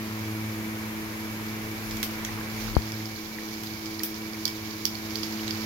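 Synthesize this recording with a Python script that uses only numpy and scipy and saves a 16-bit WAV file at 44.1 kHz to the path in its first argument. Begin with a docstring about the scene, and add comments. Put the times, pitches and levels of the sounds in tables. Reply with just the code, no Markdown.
"""A small kitchen, where meat simmers in a milky sauce in a wok while a fan hums.
Tiny bursts of steam sizzle along the hot rim. Small bubbles crackle, bigger ones plop,
and now and then a drop flashes to steam with a sharp spit. Halfway through, a finger
rubs by the left microphone port (its sound hole) and knocks on it once.
Behind it all, the fan's motor hums and its rushing air makes the housing ring."""
import sys
import numpy as np
from scipy import signal
from scipy.fft import rfft, irfft, next_fast_len
from scipy.io import wavfile
from scipy.ndimage import uniform_filter1d

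SR = 44100
rng = np.random.default_rng(int(sys.argv[2]) if len(sys.argv) > 2 else 0)


def wrap_up_sound(samples):
    """Save the sound to the file named by the first command line argument, as 16-bit audio."""
    columns = np.atleast_2d(samples).T
    # keep every value between -1 and 1, then stretch to whole-number steps
    tamed = np.clip(columns, -1, 1)
    steps = np.round(tamed * 32767).astype(np.int16)
    wavfile.write(sys.argv[1], SR, steps)


N = 249165
TIME = np.arange(N) / SR
KITCHEN_T60_S = 0.19   # a "t60" is the time a sound takes to fade by 60 dB
RIGHT_DELAY_S = 0.000225   # the right port hears steady sounds this much later


# How hard the sauce simmers: time_s, level_db
SIMMER_STRENGTH = [(0, -46), (0.6, -48), (2.4, -46.5), (2.75, -45), (4.8, -45), (5.65, -43.5)]
# The tone of the crackle, from low to high: pitch_hz, level_db
CRACKLE_TONE = [(2000, -15.5), (2900, -6.5), (3800, -3.5), (4850, 0), (5600, -2), (7100, -6.5),
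                (8000, -28.5), (10000, -24), (12000, -5.5), (15600, -9.5)]

def bubble_crackle(simmer_db, boost_db=2.0, most_per_s=700, room_db=5.5, growth=1.72):
    """Small bubbles burst in puffs of hiss, more often and louder as the simmer builds."""
    peak_db = np.max(simmer_db)
    below_peak_db = simmer_db - peak_db
    pop_energy = random_clicks(most_per_s * from_db(below_peak_db), spread_db=3.0) ** 2
    puff, room = noise_burst(t60_s=0.0065), from_db(room_db) * noise_burst(KITCHEN_T60_S)
    fade = uniform_filter1d(puff ** 2 + room ** 2, size=16)
    energy = signal.fftconvolve([pop_energy], fade, axes=1)[:, :N]   # every pop gets this fade
    puffs = np.sqrt(np.abs(energy)) * stereo_noise()
    gain = from_db(peak_db + boost_db + growth * below_peak_db)
    return gain * shape_tone(puffs, CRACKLE_TONE) * pan(-20.0)


# Moments when the sizzle flares up: peak_s, length_s, boost_db
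SIZZLE_FLARES = [(1.95, 0.43, 2.5), (2.63, 0.18, 5), (5.357, 0.72, 1.8)]

def sauce_flares():
    """Sauce washes over hot metal: the extra sizzle, in dB, swells and sinks smoothly."""
    return sum(db * np.exp(-(2 * (TIME - peak_s) / length_s) ** 2)
               for peak_s, length_s, db in SIZZLE_FLARES)


# The tone of the sizzle: pitch_hz, level_db
SIZZLE_TONE = [(1400, -7.5), (2500, -16), (3500, -11), (5000, -9), (7000, -8), (8000, -18), (9000, -16.5),
               (10500, -8.5), (12000, -5.5), (13300, -5), (15600, -11.5)]

def rim_sizzle(simmer_db, flare_db, base_db=-45.5):
    """Countless tiny bursts of steam go off where the sauce meets the hot rim."""
    level_db = base_db - 0.75 * (simmer_db - simmer_db.mean()) + flare_db   # softer in a hard simmer
    pan_db = 7.5 - 1.5 * flare_db   # a flare pulls the sound towards the right
    bursts = np.array([random_clicks(per_s=14000, spread_db=2.0) for _ in range(2)])
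    return from_db(level_db) * shape_tone(bursts, SIZZLE_TONE) * pan(pan_db)


# Drops that spit; each part of the sound adds its own offset to these levels and pans:
# start_s, crack_db, pitch_hz, splash_db, snap_db, pan_db
SPITTING_DROPS = [(1.9108, -39, 4800, -39, -46, -1), (1.9696, -34, 6300, -46, -41, 2),
                  (2.0294, -36, 5060, -30, -28.5, -14), (2.249, -25, 5940, -36, -39, 0),
                  (2.752, -29, 4470, -49, -47, -4), (2.9205, -31, 5070, -42, -45, -12),
                  (3.056, -29.5, 5100, -50, -48, -14), (3.5409, -35, 5090, -55, -55, -10),
                  (3.6346, -50, 4670, -42, -41.5, -16), (3.8581, -29.5, 5070, -44, -54, -14),
                  (3.9938, -26, 4530, -52, -51, -8), (4.0341, -29, 5130, -37, -24.5, -19),
                  (4.4541, -14.5, 4720, -36, -29, -8), (4.4788, -28, 5030, -36, -37, -16),
                  (4.8534, -12.5, 5030, -36, -25.5, -7), (4.9526, -27, 4580, -54, -52, -14),
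                  (5.1562, -21, 4750, -39, -39, -12), (5.2322, -24.5, 4870, -37, -44, -3),
                  (5.4794, -36, 3930, -36, -48, -11), (5.5081, -22.5, 4670, -38, -40, -6)]

def spitting_drops(crack_width=1.11, spray_t60_s=0.01, click_db=-6.0):
    """A drop flashes to steam: one click and a short spray, which the kitchen echoes."""
    out = np.zeros((2, N))
    scale = np.sqrt(0.004 * SR)   # levels count as if each part's energy were spread over 4 ms
    for start_s, crack_db, pitch_hz, splash_db, snap_db, pan_db in SPITTING_DROPS + faint_drops():
        burst = from_db(click_db) * signal.unit_impulse(SR // 4) + noise_burst(spray_t60_s)
        room = noise_burst(KITCHEN_T60_S)
        sharpness_db = max(splash_db, snap_db) - crack_db
        room_db = 0.5 + 0.32 * sharpness_db   # sharp spits fill the room more
        parts = [(crack_db - 7, pitch_hz / crack_width, pitch_hz * crack_width, -22),   # pitched crack
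                 (crack_db - 18, 2950, 3650, -22),   # hollow body
                 (splash_db + 2, 1400, 6000, -4.5),   # broad splash
                 (snap_db + 2, 11500, 15300, -4.5)]   # bright snap
        for level_db, low_hz, high_hz, extra_pan_db in parts:
            direct = unit_energy(band(burst, low_hz, high_hz)) * pan(pan_db + extra_pan_db)
            echo = unit_energy(band(room, low_hz, high_hz)) * from_db(room_db)   # from all sides
            mix_in(out, from_db(level_db) * scale * (direct + echo), start_s)
    return out


def faint_drops(count=8, from_s=2.8, typical_hz=4900, pan_db=-11):
    """Fainter drops spit at random once the simmer has built up: more rows like SPITTING_DROPS."""
    slot_s = (N / SR - from_s) / count
    starts_s = from_s + slot_s * (np.arange(count) + rng.random(count))
    size, pitch = rng.standard_normal((count, 2)).T
    levels_db = -33.5 + size
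    pitches_hz = typical_hz * 2 ** (0.15 * pitch)
    return [(start_s, db, hz, db - 24, db - 24, pan_db)
            for start_s, db, hz in zip(starts_s, levels_db, pitches_hz)]


# Big bubbles opening, before boost_db is added: start_s, level_db, pitch_hz
BIG_BUBBLES = [(2.288, -45, 1860), (2.4104, -45, 1610), (2.938, -54, 1460), (3.0033, -46.5, 2090),
               (3.1782, -49, 1480), (3.3854, -43.5, 1860), (4.002, -46, 1830), (4.347, -50, 2170),
               (4.3537, -47, 1830), (5.3926, -42.5, 2900)]
# The softest a small plop can be at each moment: time_s, level_db
SMALL_PLOP_LEVEL = [(0, -48), (1.8, -51), (2.3, -43), (2.6, -33.5), (2.9, -54), (4.2, -48.5), (5.65, -57)]

def bubble_plops(boost_db=17.0, pan_db=-2.0, small_count=260, low_hz=900, high_hz=2400):
    """A few big bubbles open among many small ones of random size and place."""
    out = np.zeros((2, N))
    for start_s, level_db, pitch_hz in BIG_BUBBLES:
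        mix_in(out, from_db(level_db + boost_db) * one_bubble(pitch_hz) * pan(pan_db), start_s)
    softest_db = over_time(SMALL_PLOP_LEVEL)
    for when, pitch, chance, place in rng.random((small_count, 4)):
        start = int(when * N)
        level_db = softest_db[start] + 4.0 * min(-np.log(chance), 3)   # a few are much louder
        pitch_hz = low_hz * (high_hz / low_hz) ** pitch
        plop = from_db(level_db) * one_bubble(pitch_hz)
        mix_in(out, plop * pan(pan_db + 10 * (place - .5)), start / SR)
    return out


def one_bubble(pitch_hz, t60_s=0.02, attack_s=0.00066, rise_per_s=4.8, puff=0.93, puff_width=1.11):
    """An opening bubble rings briefly and rises in pitch, inside a soft puff of steam."""
    t = TIME[:SR // 20]
    ring = np.sin(2 * np.pi * pitch_hz * (t + rise_per_s * t ** 2 / 2))
    steam = unit_level(band(rng.standard_normal(len(t)), pitch_hz / puff_width, pitch_hz * puff_width))
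    blend = (ring + puff * steam) / np.sqrt(1 + 2 * puff ** 2)
    return blend * fade_out(t, t60_s) * (1 - np.exp(-t / attack_s))


# How loudly the finger rubs: time_s, level_db
RUB_LEVEL = [(0, -66), (1.68, -61), (1.8, -46.5), (2.3, -53), (2.55, -52), (2.75, -39), (2.9, -66),
             (5.65, -68)]
# The deep tone of the rubbing: pitch_hz, level_db
RUB_TONE = [(20, -20), (33, -5), (43, 13), (56, -5), (150, -43), (400, -78)]

def finger_rub():
    """A finger rumbles along the case beside the left port."""
    return from_db(over_time(RUB_LEVEL)) * shape_tone(stereo_noise(), RUB_TONE) * pan(14.0)


def finger_knock(at_s=2.7673, width_s=0.0002, rebound_s=0.0012, swing_hz=67, right_db=-38.0):
    """The finger hits the left port: one spike of air pressure, then a low swing as it settles."""
    t = TIME - at_s
    after_s = np.maximum(t, 0)
    spike = -0.93 * np.exp(-.5 * (t / width_s) ** 2)
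    fade_in = 1 - np.exp(-after_s / rebound_s)
    swing = 0.67 * np.sin(2 * np.pi * swing_hz * after_s + np.pi / 4)
    return (spike + swing * fade_in * fade_out(after_s, t60_s=0.073)) * from_db([[0], [right_db]])


# The motor's nearly steady pitch: time_s, pitch_hz
MOTOR_PITCH = [(0, 108.36), (1.2, 108.42), (2.2, 108.75), (3.5, 108.86), (5.65, 108.8)]
# The hum's three strong tones, before any changes in level: pitch_multiple, level_db, flutter_db
STRONG_TONES = [(1, -42.5, 1.6), (2, -39, 1.25), (3, -41, 1)]
# Its weak higher tones: pitch_multiple, level_db
WEAK_TONES = [(4, -56.5), (6, -65), (7, -61), (9, -68), (10, -62), (20, -61.5), (21, -59.5)]
# The lowest tone fades in and out: time_s, change_db
LOWEST_TONE_FADE = [(0, 1), (0.45, 4), (1.15, -6), (1.35, 0), (2.1, -6), (2.5, 0), (3.1, 4), (3.4, -20),
                    (3.72, -1.5), (4.1, -9), (4.4, -4), (5.65, -3.5)]
# The third tone sinks once and comes back stronger: time_s, change_db
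THIRD_TONE_FADE = [(0, 0.5), (2.2, -3.5), (2.65, -7), (3.0, 0), (4.0, 2.5), (5.65, 1)]
# The strong tones and the rush of air swell and dip together: time_s, change_db
FAN_SWELL = [(0, 0.2), (1.15, 0.1), (1.75, 0.6), (2.3, 1.3), (2.7, 0.5), (3.15, -3.5), (4.85, -3),
             (5.55, 1.4)]

def fan_hum(swell_db, waver_db=3.0):
    """The motor hums at multiples of one pitch; the weak tones waver in the draught."""
    cycles = np.cumsum(over_time(MOTOR_PITCH)) / SR
    phase = 2 * np.pi * np.array([cycles, np.interp(TIME - RIGHT_DELAY_S, TIME, cycles)])
    fades_db = [over_time(LOWEST_TONE_FADE), 0, over_time(THIRD_TONE_FADE)]
    strong = [(multiple, db + swell_db + fade_db + flutter_db * wander(rate_hz=4.3))
              for (multiple, db, flutter_db), fade_db in zip(STRONG_TONES, fades_db)]
    weak = [(multiple, db + waver_db * wander(rate_hz=7.1)) for multiple, db in WEAK_TONES]
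    out = np.zeros((2, N))
    for multiple, level_db in strong + weak:
        pan_db = -0.4 if multiple < 20 else -36.0   # the high whine sits on the right
        out -= from_db(level_db) * np.cos(multiple * phase) * pan(pan_db)   # all dip once a cycle
    return np.sqrt(2) * out


# The tone of the rushing air: pitch_hz, level_db
AIR_TONE = [(20, -18), (32, -8.5), (65, -20), (95, 0.5), (140, -13.5), (200, -8), (270, -12), (380, -9.5),
            (620, -14.5), (1000, -11.5), (1400, -14), (2200, -11.5), (3000, -19.5), (6000, -32)]
# Pitches at which the fan's housing rings: pitch_hz, width_hz, level_db
HOUSING_RINGS = [(100, 75, -53.5), (184.5, 11.6, -58.5), (316.5, 13.5, -50.5), (432, 150, -58.5),
                 (517, 46, -63.5), (988, 24, -64), (1689, 87, -64), (2287, 26, -54.5), (2318, 102, -56.5)]

def fan_air(swell_db, rush_db=-39.5):
    """Swirling air rushes through the fan and makes its housing ring."""
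    out = from_db(swell_db + rush_db) * shape_tone(stereo_noise(), AIR_TONE)
    for pitch_hz, width_hz, level_db in HOUSING_RINGS:
        ring = unit_level(band(stereo_noise(), pitch_hz - width_hz / 2, pitch_hz + width_hz / 2))
        # Low rings reach both ports alike; high ones lean to the right.
        out += from_db(level_db) * (ring[0] if pitch_hz < 1200 else ring * pan(-16.0))
    return out


# How alike left and right sound, from 0 (unrelated) to 1 (the same): pitch_hz, likeness
STEREO_LIKENESS = [(30, 0.49), (100, 0.68), (350, 1), (650, 0.57), (1500, 0.35), (3000, 0.083),
                   (5000, 0.055), (12000, 0.031)]

def shape_tone(pair, tone):
    """Turn two unrelated signals into one stereo sound with this tone, most alike at low pitches."""
    size = next_fast_len(N)
    hz = np.fft.rfftfreq(size, 1 / SR)
    middle, side = rfft(pair, size)
    likeness = over_pitch(STEREO_LIKENESS, hz)
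    stereo = np.sqrt(1 + likeness) * middle + np.sqrt(1 - likeness) * side * [[1], [-1]]
    delay = np.exp(-2j * np.pi * hz * RIGHT_DELAY_S * np.array([[0], [1]]))
    spectrum = stereo * delay * from_db(over_pitch(tone, hz))
    return unit_level(irfft(spectrum, size)[:, :N])


def over_time(table):
    """Join a table's points with straight lines, giving a value for every sample."""
    times_s, values = np.transpose(table)
    return np.interp(TIME, times_s, values)


def over_pitch(table, hz):
    """Read a table between its pitches, with octaves evenly spaced."""
    pitches_hz, values = np.transpose(table)
    return np.interp(np.log(hz + 1e-9), np.log(pitches_hz), values)


def from_db(db):
    """Turn decibels into a number to multiply by."""
    return 10 ** (np.asarray(db) / 20)


def pan(pan_db):
    """Left and right gains of constant power: above 0 dB leans left, below 0 leans right."""
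    gains = from_db(np.array([[.5], [-.5]]) * pan_db)
    return gains / np.sqrt(np.mean(gains ** 2, axis=0))


def unit_level(sound):
    """Scale a sound so its average (rms) level is 1."""
    return sound / np.sqrt(np.mean(sound ** 2) + 1e-20)


def unit_energy(sound):
    """Scale each channel so its total energy is 1."""
    return sound / np.linalg.norm(sound, axis=-1, keepdims=True)


def fade_out(t, t60_s):
    """A gain that starts at 1 and dies away."""
    return np.exp(-np.log(1000) * t / t60_s)


def stereo_noise():
    """Plain hiss, unrelated on the left and right."""
    return rng.standard_normal((2, N))


def noise_burst(t60_s):
    """A dying burst of hiss, unrelated on the left and right."""
    t = TIME[:SR // 4]
    return unit_energy(rng.standard_normal((2, len(t))) * fade_out(t, t60_s))


def random_clicks(per_s, spread_db):
    """Clicks at random moments, many small and a few large."""
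    sizes = from_db(spread_db * np.minimum(rng.exponential(1, N), 4))
    return sizes * rng.choice([-1, 1], N) * (rng.random(N) < per_s / SR)


def wander(rate_hz):
    """A smooth random wobble, about 1 in size."""
    hz = np.fft.rfftfreq(N, 1 / SR)
    return unit_level(irfft(rfft(rng.standard_normal(N)) / (1 + (hz / rate_hz) ** 2), N))


def band(sound, low_hz, high_hz, order=2):
    """Keep the part of a sound between two pitches."""
    return signal.sosfilt(signal.butter(order, [low_hz, high_hz], "band", fs=SR, output="sos"), sound)


def mix_in(out, sound, start_s):
    """Add a short sound to the mix at the given time."""
    start = round(start_s * SR)
    out[:, start:start + sound.shape[1]] += sound[:, :N - start]


def scene():
    """The simmering wok, the fan behind it and the finger on the microphone."""
    simmer_db, flare_db, swell_db = over_time(SIMMER_STRENGTH), sauce_flares(), over_time(FAN_SWELL)
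    sizzle = rim_sizzle(simmer_db, flare_db)
    crackle = bubble_crackle(simmer_db + 0.38 * flare_db)   # flares stir up the bubbles too
    wok = sizzle + crackle + spitting_drops() + bubble_plops()
    fan = fan_hum(swell_db) + fan_air(swell_db)
    return wok + fan + finger_rub() + finger_knock()


# Pitches that the right microphone port lifts or cuts: pitch_hz, width_hz, change_db
RIGHT_PORT_BANDS = [(4620, 4100, 2.5), (8700, 730, -1.5), (13100, 6500, -3)]

def record(dry, cutoff_hz=15750):
    """The right port colours its side, peaks are clipped and the highest treble is cut."""
    left, right = dry
    for pitch_hz, width_hz, change_db in RIGHT_PORT_BANDS:
        part = band(right, pitch_hz - width_hz / 2, pitch_hz + width_hz / 2, order=1)
        right = right + (from_db(change_db) - 1) * part
    treble_cut = signal.ellip(10, .1, 80, cutoff_hz, fs=SR, output="sos")
    return signal.sosfilt(treble_cut, np.clip([left, right], -1, 1))


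dry = scene()
out = record(dry)
wrap_up_sound(out)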